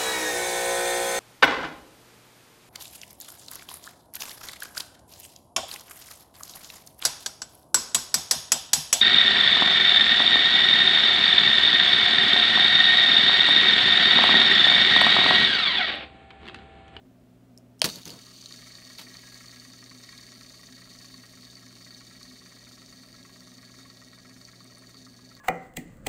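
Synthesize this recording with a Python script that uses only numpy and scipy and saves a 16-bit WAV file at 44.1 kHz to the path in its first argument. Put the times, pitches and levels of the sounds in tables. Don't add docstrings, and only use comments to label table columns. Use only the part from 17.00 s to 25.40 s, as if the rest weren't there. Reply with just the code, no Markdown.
import sys
import numpy as np
from scipy import signal
from scipy.fft import rfft, irfft
from scipy.io import wavfile

SR = 44100
rng = np.random.default_rng(int(sys.argv[2]) if len(sys.argv) > 2 else 0)


def magnitude_from_level(level_db):
    exponent = np.asarray(level_db, float) / 20
    return 10 ** exponent


def dump_mix(stems):
    frames = np.atleast_2d(stems).T
    limited = np.clip(frames, -1, 1)
    pcm = np.round(limited * 32767).astype(np.int16)
    wavfile.write(sys.argv[1], SR, pcm)


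N = 370440

# (frequency [Hz], width [Hz], level [dB])
TABLE_LOW_MODES = [(1126, 88, 0), (1212, 40, -1.5), (1314, 74, -1)]
TABLE_HIGH_MODES = [(1663, 8.6, 11), (1712, 53, -15), (1909, 138, 6.5), (2056, 130, -2.5), (2189, 330, 1),
                    (2610, 1800, -20)]
# (cubic [1/s^4], square [1/s^3], slope [1/s^2], rate at MID_S [1/s])
PASS_RATE = (-.0062, .091, -3.1541, 49.398)
MID_S = 5
PASS_COUNT = np.arange(-211, 151)
LIFT_S, HELD_LOW_DB = 1.5, 8
OUTER_SPOT = 0.28


def rms_one(x):
    return x / np.sqrt(np.mean(x ** 2) + 1e-30)


def in_time(rows, k):
    rows = np.array(rows)
    return magnitude_from_level(np.interp(np.arange(N) / SR, rows[:, 0], rows[:, k], left=-140, right=-140))


def drift(rate):
    r = np.exp(-16 * np.pi * rate / SR)
    chance = rng.standard_normal(N // 8 + SR // 8 + 2)
    slow = signal.lfilter([1], [1, -2 * r, r * r], chance)[SR // 8:]
    return np.interp(np.arange(N) / 8, np.arange(len(slow)), rms_one(slow))


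def resonance(x, hz, width):
    r = np.exp(-np.pi * width / SR)
    top = np.array([1, 0, -1]) * (1 - r * r) / 2
    return signal.lfilter(top, [1, -2 * r * np.cos(2 * np.pi * hz / SR), r * r], x + 1e-18)


def body(x, modes):
    return sum(magnitude_from_level(db) * resonance(resonance(x, hz, width), hz, width) for hz, width, db in modes)


def coloured(spectrum):
    hz, db = np.transpose(spectrum)
    bins_hz = np.fft.rfftfreq(N, 1 / SR) + 1
    gain = magnitude_from_level(np.interp(np.log(bins_hz), np.log(hz), db))
    return rms_one(irfft(rfft(rng.standard_normal(N)) * gain, N))


def grains(per_s, spread_db):
    luck = rng.random(N) / (per_s / SR)
    out = rng.random(N) - .5
    hit = luck < 1
    size_db = spread_db * np.minimum(-np.log(luck[hit] + 1e-9), 4)
    out[hit] = np.sign(out[hit]) * magnitude_from_level(size_db)
    return rms_one(out * hit)


def blows(times, levels_db, modes, smear_s, uneven_db, size=1300):
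    out, t = np.zeros(N), np.arange(size) / SR
    ragged = rng.standard_normal((len(times), size)) * np.exp(-t / smear_s)
    strength = magnitude_from_level(uneven_db * rng.standard_normal((len(times), len(modes))))
    rung = 0
    for k, (hz, width, db) in enumerate(modes):
        contact = resonance(ragged, hz, 3.9 * width)
        rung = rung + strength[:, [k]] * magnitude_from_level(db) * resonance(contact, hz, width)
    for s, db, shape in zip(times, levels_db, rung):
        at = round(s * SR)
        out[at:at + size] += (magnitude_from_level(db) * shape / np.abs(shape).max())[:N - at]
    return out


def background():
    # (frequency [Hz], density [dB per Hz])
    air_spectrum = [(20, -34), (45, -13), (75, -18.5), (140, -18), (250, -10), (320, -19.5), (365, -13.5),
                    (480, -24), (640, -16.5), (800, -28.5), (1500, -34), (4000, -41.5), (10500, -48),
                    (15800, -46)]
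    # (frequency [Hz], rms [dB])
    mains_lines = [(120, -60), (180, -63.5)]
    # (frequency [Hz], width [Hz], rms [dB])
    casing_mode = (254, 15, -59)
    t = np.arange(N) / SR
    hum = 0
    for hz, db in mains_lines:
        hum = hum + magnitude_from_level(db + drift(0.83)) * np.sqrt(2) * np.sin(2 * np.pi * hz * t)
    hz, width, db = casing_mode
    stirred = resonance(rng.standard_normal(N), hz, width)
    casing = magnitude_from_level(db) * rms_one(resonance(stirred, hz, 2 * width))
    return magnitude_from_level(-58.5) * coloured(air_spectrum) + hum + casing


def room(x):
    t, t60_s = np.arange(SR // 2) / SR, 0.12
    tail = rng.standard_normal(len(t)) * magnitude_from_level(-60 * t / t60_s) * (t > .003)
    tail = signal.lfilter([1], [1, -.4], tail)
    return signal.fftconvolve(x, tail / np.sqrt(np.sum(tail ** 2)))[:N]


def cycles():
    passes_per_turn, outer_per_pass = 4.8931, .6367
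    slip_s, slip_pass, slip_turn = 3.15, .33, .34
    t = np.arange(N) / SR
    run = np.polyval(np.polyint(PASS_RATE), t - MID_S)
    early = t < slip_s
    return t, run - slip_pass * early, run / passes_per_turn - slip_turn * early, run * outer_per_pass


def finger():
    # (time [s], peak [dB], ring [Hz], bright edge re peak [dB])
    flick_hits = [(0.5761, -34.5, 5370, -17), (0.584, -44.5, 6600, -12), (0.7864, -56, 8140, -12),
                  (0.7938, -39, 5660, -24), (0.7995, -40, 6500, -16), (0.8176, -2.5, 3100, -43),
                  (0.8278, -20, 3240, -26), (0.837, -37, 4900, -17), (0.8426, -6.5, 4320, -17),
                  (0.8488, -31, 4300, -9), (0.8564, -12, 5940, -18), (0.889, -24, 4300, -20),
                  (0.9, -24, 4440, -20), (0.9583, -24, 4350, -10), (1.0326, -34, 4250, -22),
                  (1.055, -23, 4380, -12), (1.0782, -28, 5790, -11), (1.082, -30, 4600, -14),
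                  (1.0955, -29, 2990, -11), (1.104, -25.5, 4730, -16), (1.13, -43, 4530, -22),
                  (1.985, -32, 3550, -8)]
    # (time [s], thud [dB], scuff [dB])
    shake_curves = [
        [(0.819, -26, -36), (0.835, -35, -50)],
        [(0.842, -22, -22.5), (0.888, -34.5, -48.5), (0.924, -47, -56), (0.98, -44, -52), (1.045, -74, -67),
         (1.065, -40.5, -50), (1.15, -42, -61.5), (1.24, -68, -67)],
        [(1.985, -47, -59), (1.993, -49, -43), (2.127, -65, -93), (2.143, -80, -57), (2.167, -52, -66),
         (2.2, -74, -69)],
    ]
    # (frequency [Hz], density [dB per Hz])
    thud_spectrum = [(35, -42), (60, -12.5), (174, -1.5), (327, -8.5), (452, -9.5), (715, -14),
                     (796, -23.5), (1060, -16.5), (1500, -24.5), (1950, -53), (3300, -120)]
    scuff_spectrum = [(530, -61), (900, -7.5), (1050, -17), (1170, -14), (1750, -11), (2720, -11),
                      (4490, -7.5), (7680, -19), (8440, -18.5), (15500, -20.5)]
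    # (frequency [Hz], width [Hz], level [dB])
    arm_modes = [(605, 180, 4), (1250, 140, -6), (3100, 110, -15.5)]
    crack_modes = [(1130, 210, -9), (4100, 1600, -1), (8200, 630, 0)]
    out = 0
    for s, db, hz, edge_db in flick_hits:
        ring = [(hz, 700, 0), (1.4 * hz, 1200, -7), (8500, 2500, -20)]
        out = out + blows([s], [db - 1.5], ring, smear_s=.0006, uneven_db=0)
        out = out + blows([s], [db + edge_db], [(12800, 2400, 0)], smear_s=0.00086, uneven_db=0)
    arm = blows([.818], [-20], arm_modes, smear_s=0.0039, uneven_db=-7)
    arm += blows([.8178], [-8], crack_modes, smear_s=.0004, uneven_db=0)
    arm += blows([.805], [-50], [(3100, 60, 0)], smear_s=.03, uneven_db=0, size=560)
    edge_modes = [(2620, 900, 0), (3580, 750, -2)]
    release = blows([1.985], [-40], edge_modes, smear_s=0.014, uneven_db=0, size=2600)
    ragged = magnitude_from_level(3.0 * drift(150))
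    thud = sum(in_time(c, 1) for c in shake_curves[1:]) * coloured(thud_spectrum) * magnitude_from_level(-5.0)
    scuff = rms_one(ragged * coloured(scuff_spectrum)) * magnitude_from_level(4.0)
    scuff = sum(in_time(c, 2) for c in shake_curves) * scuff
    return out + arm + release + thud + scuff


def rocking():
    # (place in the turn [0-1], half width [turn], level [dB], low modes [dB])
    lean_spots = [(.11, .105, 0, -8), (.575, .085, -1, -11)]
    knock_spot, knock_jitter = .33, .04
    knock_db, knock_chance_db, knock_fade_db_per_s, held_db = -40, 1.6, 1.1, -11.5
    low_mode_db, low_chance_db, low_rise_db_per_s = -2.5, 1.2, 1.5
    rebound_pass, rebound_db = .2, -7

    t, passes, turns, _ = cycles()
    place, half, lean_db, lean_low_db = np.transpose(lean_spots)
    turn = np.interp(PASS_COUNT + knock_spot, passes, turns)[:, None]
    off = (turn - place + .5) % 1 - .5
    count = PASS_COUNT[(np.abs(off) < 1.4 * half).any(axis=1)]
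    chance = rng.standard_normal((len(count), 4))
    s = np.interp(count + knock_spot + knock_jitter * chance[:, 0], passes, t)
    held = s < LIFT_S
    away = ((np.interp(s, t, turns)[:, None] - place + .5) % 1 - .5) / half
    fit_db = lean_db - 6 * away ** 4
    db = knock_db + fit_db.max(axis=1) - knock_fade_db_per_s * (s - MID_S)
    db += held_db * held + knock_chance_db * chance[:, 1]
    low_db = lean_low_db[fit_db.argmax(axis=1)] + low_mode_db + low_rise_db_per_s * (s - MID_S)
    low_db += HELD_LOW_DB * held + low_chance_db * chance[:, 2]
    back_s = s + rebound_pass / np.polyval(PASS_RATE, s - MID_S)
    back_db = db + rebound_db + knock_chance_db * chance[:, 3]
    s, db, low_db = np.r_[s, back_s], np.r_[db, back_db], np.r_[low_db, low_db]
    high = blows(s, db - 8.5, TABLE_HIGH_MODES, smear_s=0.0033, uneven_db=-2)
    return high + blows(s, db + low_db + 0.5, TABLE_LOW_MODES, smear_s=0.0024, uneven_db=3.5)


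def dent_snaps():
    # (place in the pass [0-1], level [dB])
    dent_spots = [(.39, -4), (.72, -7.5), (.08, -11)]
    snap_db, chance_db, fade_db_per_s = -45.5, 2.5, 0.2
    outer_db, tilt_db = 6, 2
    t, passes, turns, outer = cycles()
    place, dent_db = np.transpose(dent_spots)
    count = PASS_COUNT[:, None]
    chance = rng.standard_normal((len(count), len(place), 2))
    s = np.interp(count + place + .025 * chance[..., 0], passes, t)
    load_db = outer_db * np.cos(2 * np.pi * (np.interp(s, t, outer) - OUTER_SPOT))
    load_db += tilt_db * np.cos(4 * np.pi * np.interp(s, t, turns))
    db = snap_db + dent_db + load_db - fade_db_per_s * (s - MID_S) + chance_db * chance[..., 1]
    return s.ravel(), db.ravel()


def bearing():
    # (time [s], whirr [dB], share felt by the table [dB])
    spin_curve = [(.82, -42, -3), (.90, -35.5, -22), (.97, -42, -28), (1.01, -48.5, -12), (1.10, -44, -43),
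                  (1.18, -47, -10), (1.27, -46.5, -6), (1.38, -45.5, -19), (1.54, -44.5, -17),
                  (1.64, -45.5, -12), (2.6, -45.5, -13), (2.8, -48, -14), (3.15, -46.5, -10),
                  (3.5, -47, -16), (5.5, -48.5, -13), (7.5, -50.5, -12), (8.2, -51, -14.5),
                  (8.4, -52.5, -11)]
    # (time [s], peak [dB])
    hard_snaps = [(1.19, -40), (1.261, -44), (1.3863, -42), (1.459, -29), (1.5072, -38), (1.524, -30),
                  (1.753, -32.5), (2.1417, -36), (2.169, -34), (2.515, -37), (2.841, -37), (2.913, -47),
                  (3.0341, -41), (3.178, -34.5), (3.3194, -53), (3.4107, -37), (4.1418, -46),
                  (4.554, -36.5), (4.9064, -40.5), (4.9458, -41), (5.2297, -36), (6.2285, -41),
                  (6.7177, -48), (6.786, -45), (7.133, -44), (7.4505, -37), (7.7553, -44), (7.97, -40),
                  (8.0497, -40), (8.351, -42)]
    grit_cracks = [(2.9925, -46), (3.1791, -46), (3.5937, -50), (3.6306, -49), (4.1788, -52), (5.2289, -46),
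                   (5.9668, -51), (6.4008, -48), (7.4115, -54), (7.6435, -42), (7.7552, -55),
                   (7.7833, -42.5), (7.8949, -45), (8.3509, -46)]
    # (frequency [Hz], width [Hz], level [dB])
    race_modes = [(3690, 140, 5), (4265, 690, -9.5), (4469, 440, 6.5), (4631, 182, 2.5), (5250, 1240, -1),
                  (6040, 1050, -1), (6880, 230, -1.5)]
    ball_modes = [(8370, 550, -8), (9310, 1350, -10.5), (11600, 2200, -20), (13100, 4300, -19.5),
                  (14800, 3100, -16.5)]
    cap_modes = [(2583, 810, -18.5), (3030, 910, -9)]
    snap_modes = [(3985, 70, -14.5), (4250, 440, -8.5), (4488, 120, -1), (5680, 780, -14.5)]

    t, _, turns, outer = cycles()
    clumps = magnitude_from_level(2.0 * drift(35))
    chatter = grains(800 * clumps, spread_db=1.0)
    cap_db = np.where(t < LIFT_S, 4.5, 3 - 0.4 * (t - LIFT_S))
    race = magnitude_from_level(cap_db) * body(chatter + rng.standard_normal(N), cap_modes)
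    for mode in race_modes:
        waver = magnitude_from_level(1.5 * drift(30))
        contacts = chatter * magnitude_from_level(2.6 * drift(250)) + 0.5 * grains(4000 * clumps, spread_db=2.0)
        race += waver * body(contacts, [mode])
    for mode in ball_modes:
        race += body(0.2 * chatter + 1.28 * grains(9000 * clumps, spread_db=2.5), [mode])
    swirl_db = np.cos(2 * np.pi * (outer - OUTER_SPOT))
    race = rms_one(race) * magnitude_from_level(-6.0 + swirl_db)

    rattle = grains(900, spread_db=3.5) * magnitude_from_level(6 * np.cos(4 * np.pi * (turns - .15)))
    high_gain = magnitude_from_level(-HELD_LOW_DB * (t < LIFT_S))
    table = rms_one(body(rattle, TABLE_LOW_MODES) + high_gain * body(rattle, TABLE_HIGH_MODES))
    table = in_time(spin_curve, 2) * magnitude_from_level(-1.0) * table
    whirr = in_time(spin_curve, 1) * magnitude_from_level(0.5 * drift(17.0))

    s, db = np.hstack([np.transpose(hard_snaps), dent_snaps()])
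    snaps = blows(s, db + 1.5, snap_modes, smear_s=.0007, uneven_db=3.5, size=450)
    bright_modes = race_modes[4:] + ball_modes[:2]
    snaps += blows(s, db - 12, bright_modes, smear_s=0.00033, uneven_db=7.0, size=200)
    s, db = np.transpose(grit_cracks)
    snaps += blows(s, db, ball_modes, smear_s=0.00099, uneven_db=12)
    return whirr * (race + table) + snaps


def scene():
    toy = bearing() + rocking() + finger()
    return (toy + magnitude_from_level(-17) * room(toy) + background())[None]


def band_limit(x):
    return signal.sosfilt(signal.butter(12, 16850, fs=SR, output="sos"), x)


def record(dry):
    low_pass = signal.ellip(14, 1, 45, 15750, fs=SR, output="sos")
    return band_limit(signal.sosfilt(low_pass, dry))


dry = scene()
out = record(dry)
dump_mix(out)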